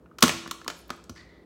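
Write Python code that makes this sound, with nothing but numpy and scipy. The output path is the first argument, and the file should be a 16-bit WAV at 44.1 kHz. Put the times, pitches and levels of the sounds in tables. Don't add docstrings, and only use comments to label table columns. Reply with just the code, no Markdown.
import sys
import numpy as np
from scipy import signal
from scipy.fft import rfft, irfft
from scipy.io import wavfile
from scipy.ndimage import uniform_filter1d

SR = 44100
rng = np.random.default_rng(int(sys.argv[2]) if len(sys.argv) > 2 else 0)


def generate_wav(signal):
    frames = np.transpose(np.atleast_2d(signal))
    scaled = np.clip(frames, -1, 1) * 32767
    pcm = np.round(scaled).astype(np.int16)
    wavfile.write(sys.argv[1], SR, pcm)


N = 63945


def undb(db):
    return 10 ** (np.asarray(db) / 20)


def times():
    return np.arange(N) / SR


def unit(x):
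    return x / np.sqrt(np.mean(x ** 2))


def conv(x, response):
    return signal.fftconvolve(x, response)[:N]


def excite(x, response):
    return conv(x, response / np.sqrt(np.sum(response ** 2)))


def along(points, hz):
    f, v = np.array(points).T
    return np.interp(np.log(np.maximum(hz, 1)), np.log(f), v)


def band(hz, width):
    b, a = signal.iirpeak(hz, hz / width, fs=SR)
    once = signal.lfilter(b, a, rng.standard_normal(N))
    return signal.lfilter(b, a, once)


def ring(modes):
    t = times()
    return sum(undb(db - 60 * t / t60) * np.sin(2 * np.pi * hz * t) for hz, db, t60 in modes)


def background():
    # pitch in Hz, level in dB (RMS).
    hum_tones = [(59, -59), (170, -64.5), (340, -69.5)]
    # frequency in Hz, relative level in dB.
    air_colour = [(40, -9.5), (60, 2), (116, -11.5), (170, -7.5), (230, -7.5), (350, -5.5), (520, -11),
                  (900, -21.5), (1400, -26), (2100, -36), (3700, -43), (14000, -49)]
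    air_db = -54.5
    hum = 0
    for hz, db in hum_tones:
        hum = hum + undb(db) * np.sqrt(2) * np.sin(2 * np.pi * (hz * times() + rng.random()))
    spectrum = rfft(rng.standard_normal(N))
    air = irfft(spectrum * undb(along(air_colour, np.fft.rfftfreq(N, 1 / SR))), N)
    return hum + undb(air_db) * unit(air)


def colour(points, tilt_db=0):
    hz = np.linspace(0, SR / 2, N + 1)
    level_db = along(points, hz) + tilt_db * np.log2(np.maximum(hz, 1000))
    cepstrum = irfft(np.log(undb(level_db)))[:N]
    cepstrum[0] = 0
    h = irfft(np.exp(rfft(2 * cepstrum, 2 * N)))[:N]
    return h / np.sqrt(np.sum(h ** 2))


def flatten(x):
    spectrum = rfft(x)
    power = uniform_filter1d(np.abs(spectrum) ** 2, size=41)
    return irfft(spectrum / np.abs(power + 1e-18) ** .3, len(x))


def crackle(start, rise, decay):
    grain, decay_shape = .15, 1.3
    t = times() - start
    env = np.clip(t / rise, 0, 1) * np.exp(-(np.maximum(t - rise, 0) / decay) ** decay_shape)
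    fractures = rng.standard_normal(N) * np.exp(grain * rng.standard_normal(N))
    x = flatten(env * fractures)
    x = x * (t > 0) * np.exp(-np.abs(t) / decay / 4)
    return x * np.sqrt(np.sum(env ** 2) / np.sum(x ** 2))


def push(start):
    push_s = .0011
    x = np.exp(-2 * ((times() - start) / push_s * 2 - 1) ** 2)
    return x / x.sum()


def own_ring(hz):
    cycles = 9.6
    h = ring([(hz, 0, cycles / hz)])
    return conv(h, h)


def candy():
    # start in seconds, rise in seconds, decay in seconds, ring in dB, crack in dB.
    snap_steps = [(0.223, 0.00073, .003, -12.5, -25), (0.224, .0028, 0.0048, -16, -5.5),
                  (0.2358, 0.00055, 0.0049, -11, -14.5)]
    # start in seconds, decay in seconds, thud in dB, ring in dB,
    # crack in dB, treble tilt in dB per octave, own pitch in Hz, level of that pitch in dB.
    knocks = [(0.059, 0.0068, -61, -54, -70, -6, 2500, -66.5),
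              (.113, 0.0029, -54, -52.5, -86, 15, 1340, -45),
              (0.185, 0.0054, -61, -41.5, -36, -1.5, 1400, -40.5),
              (0.2064, 0.0074, -75, -44, -40, 4, 1420, -63),
              (0.2789, 0.0066, -49, -28.5, -20, -2, 4050, -51),
              (0.2927, 0.0041, -32, -33.5, -19, -4, 2670, -18),
              (.460, 0.0033, -37.5, -34.5, -35, -16.5, 1200, -37),
              (0.4759, 0.0035, -35, -54, -37.5, -1.5, 1996, -40.5),
              (.5112, 0.0049, -42, -26.5, -26, 0, 4590, -33),
              (0.614, 0.0047, -57, -47, -42.5, -6.5, 1830, -52),
              (0.645, 0.0034, -70, -51, -47.5, 1, 1880, -49),
              (0.663, 0.0022, -38.5, -44, -65, -8, 1150, -29.5),
              (0.6788, .0036, -35.5, -27.5, -20, -3, 1166, -29.5),
              (0.7005, 0.0056, -39.5, -39.5, -29.5, -5, 2000, -78),
              (0.8936, 0.0022, -60, -43.5, -42, -5.5, 1280, -43.5),
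              (0.9031, 0.0041, -30, -35.5, -27.5, -4, 1314, -25.5),
              (1.0947, 0.0053, -30.5, -40.5, -44, 1.5, 6020, -41.5),
              (1.1607, 0.0029, -65.5, -53, -54.5, -1, 1910, -48.5)]
    # start in seconds, level in dB.
    thumps = [(0.2297, -17.5), (0.2342, -5)]
    # frequency in Hz, relative level in dB.
    crack_colour = [(100, -28), (330, 1), (450, -1), (580, -2), (700, -2), (850, -6.5), (1050, -3.5),
                    (1400, 2), (2000, 3), (2700, 1), (4300, 2.5), (6500, -0.5), (9000, -7.5), (15500, -10)]
    # pitch in Hz, level in dB, t60 in seconds.
    belly_modes = [(89.6, -21, 0.32), (189, -36, .06), (226.6, -8.5, 0.032), (251.1, -8, .12),
                   (341.2, -10.5, 0.19), (431.5, -10, 0.039), (550, -9, 0.047), (655.4, -13, 0.043),
                   (830, -12, .03)]
    # pitch in Hz, relative level in dB, t60 in seconds.
    sheet_modes = [(1080, -9.5, 0.012), (1151, 0.5, 0.021), (1343, -1, 0.023), (1406, -4, 0.025),
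                   (1703, -8.5, 0.015), (2024, -16, 0.024), (2650, -30.5, .025), (2830, -15.5, 0.061)]
    knock_rise_s, thud_lag_s = .0004, .00094
    belly_cut_hz = 118
    sheet_band_hz = (803, 3280)

    cracks, rattle = 0, 0
    force = sum(undb(db) * push(start) for start, db in thumps)
    for start, rise, decay, ring_db, crack_db in snap_steps:
        burst = crackle(start, rise, decay)
        cracks = cracks + undb(crack_db) * conv(burst, colour(crack_colour))
        rattle = rattle + undb(ring_db) * burst
    for start, decay, thud_db, ring_db, crack_db, tilt_db, own_hz, own_db in knocks:
        burst = crackle(start, knock_rise_s, decay)
        cracks = cracks + undb(crack_db) * conv(burst, colour(crack_colour, tilt_db))
        cracks = cracks + undb(own_db) * excite(burst, own_ring(own_hz))
        rattle = rattle + undb(ring_db) * burst
        force = force + undb(thud_db) * push(start + thud_lag_s)

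    belly_filter = signal.butter(3, belly_cut_hz, "high", fs=SR, output="sos")
    belly = signal.sosfilt(belly_filter, conv(force, ring(belly_modes)))
    sheet_filter = signal.butter(3, sheet_band_hz, "band", fs=SR, output="sos")
    sheet = signal.sosfilt(sheet_filter, ring(sheet_modes))
    return cracks + excite(rattle, sheet) - belly


def kitchen():
    # frequency in Hz, relative level in dB.
    echo_colour = [(60, 0), (150, 3.5), (300, -5.5), (600, 3.5), (1200, -1.5), (2500, 1), (5000, -1.5),
                   (8000, 3), (15000, -4)]
    # frequency in Hz, t60 in seconds.
    echo_t60 = [(100, 0.68), (300, 0.36), (1200, 0.58), (4000, 0.65), (8000, .5), (15000, .38)]
    # pitch in Hz, level in dB, t60 in seconds.
    standing_waves = [(245.1, -71.5, 0.54), (334, -69, 1)]
    tail_db, early_db, early_s = -44, -47.5, .045
    t, hz = times(), np.fft.rfftfreq(N, 1 / SR)
    noise = rfft(rng.standard_normal(N)) * undb(along(echo_colour, hz))
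    early = undb(early_db) * np.exp(-t / early_s)
    centres = np.array(echo_t60)[:, 0]
    share = np.eye(len(echo_t60))
    echo = 0
    for k, (_, t60) in enumerate(echo_t60):
        part = irfft(noise * along(list(zip(centres, share[k])), hz), N)
        late = undb(tail_db) * np.exp(-np.log(1000) * t / t60)
        echo = echo + part * (late + early)
    fade_in = np.clip((t - .001) / .002, 0, 1)
    return echo * fade_in + ring(standing_waves)


def blades():
    # start in seconds, level in dB, centre in Hz.
    blade_ticks = [(.872, -66, 14000), (.880, -54, 14000), (.963, -58, 12000), (1.040, -49.5, 5900)]
    tick_s, tick_width_hz = .0028, 7300
    slide_s, spread_s, slide_db = .793, .016, -57
    slide_hz, fall_hz_per_s, scatter_hz = 11500, 70000, 1520
    catches_per_s, fade_per_s = 1500, 550
    t = times() - slide_s
    catches = rng.standard_normal(N) * (rng.random(N) < catches_per_s / SR)
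    grit = conv(catches, np.exp(-times() * fade_per_s))
    wander = unit(uniform_filter1d(rng.standard_normal(N), size=120))
    pitch = slide_hz - fall_hz_per_s * np.clip(t, -.05, .05) + scatter_hz * wander
    chirps = unit(grit * np.cos(2 * np.pi * np.cumsum(pitch) / SR))
    out = undb(slide_db) * chirps * np.exp(-.5 * (t / spread_s) ** 2)
    for start, db, hz in blade_ticks:
        age = times() - start
        fade = (age > 0) * np.exp(-np.abs(age) / tick_s)
        out = out + undb(db) * unit(band(hz, tick_width_hz)) * fade
    return out


def stutter(depth_db):
    return depth_db * unit(uniform_filter1d(rng.standard_normal(N), size=300))


def rubbing(bands):
    return unit(sum(undb(db) * unit(band(hz, width)) for hz, width, db in bands))


def hand():
    # time in seconds, level in dB.
    drag_level = [(1.158, -70), (1.164, -54), (1.213, -54), (1.245, -62), (1.308, -60), (1.37, -62.5),
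                  (1.45, -71)]
    # centre in Hz, width in Hz, relative level in dB.
    drag_bands = [(1170, 540, -7.5), (1964, 280, -1), (3730, 1670, -8)]
    # centre in Hz, width in Hz, relative level in dB.
    tug_bands = [(1870, 1600, 2), (4620, 600, -0.5), (5370, 2900, -1)]
    pat_s, pat_hz, pat_db, pat_t60_s = 1.104, 91.2, -30, .039
    tug_s, tug_hold_s, tug_release_s, tug_db = 1.152, .055, .03, -56.5
    pat = conv(push(pat_s), ring([(pat_hz, pat_db, pat_t60_s)]))
    at, db = np.array(drag_level).T
    rub = rubbing(drag_bands) * undb(np.interp(times(), at, db, left=-150))
    age = times() - tug_s
    tug = undb(tug_db) * (age > 0) * np.exp(-np.maximum(age - tug_hold_s, 0) / tug_release_s)
    hiss = rubbing(tug_bands) * tug
    return pat + (rub + hiss) * undb(stutter(1.1))


def scene():
    direct = candy() + blades() + hand()
    return (direct + conv(direct, kitchen()) + background())[None]


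def record(dry):
    low_cut_hz, top_hz = 65, 16000
    bass_filter = signal.butter(4, low_cut_hz, "high", fs=SR, output="sos")
    rounded = np.tanh(signal.sosfilt(bass_filter, dry))
    top_filter = signal.ellip(8, .2, 80, top_hz, fs=SR, output="sos")
    return signal.sosfilt(top_filter, rounded)


dry = scene()
out = record(dry)
generate_wav(out)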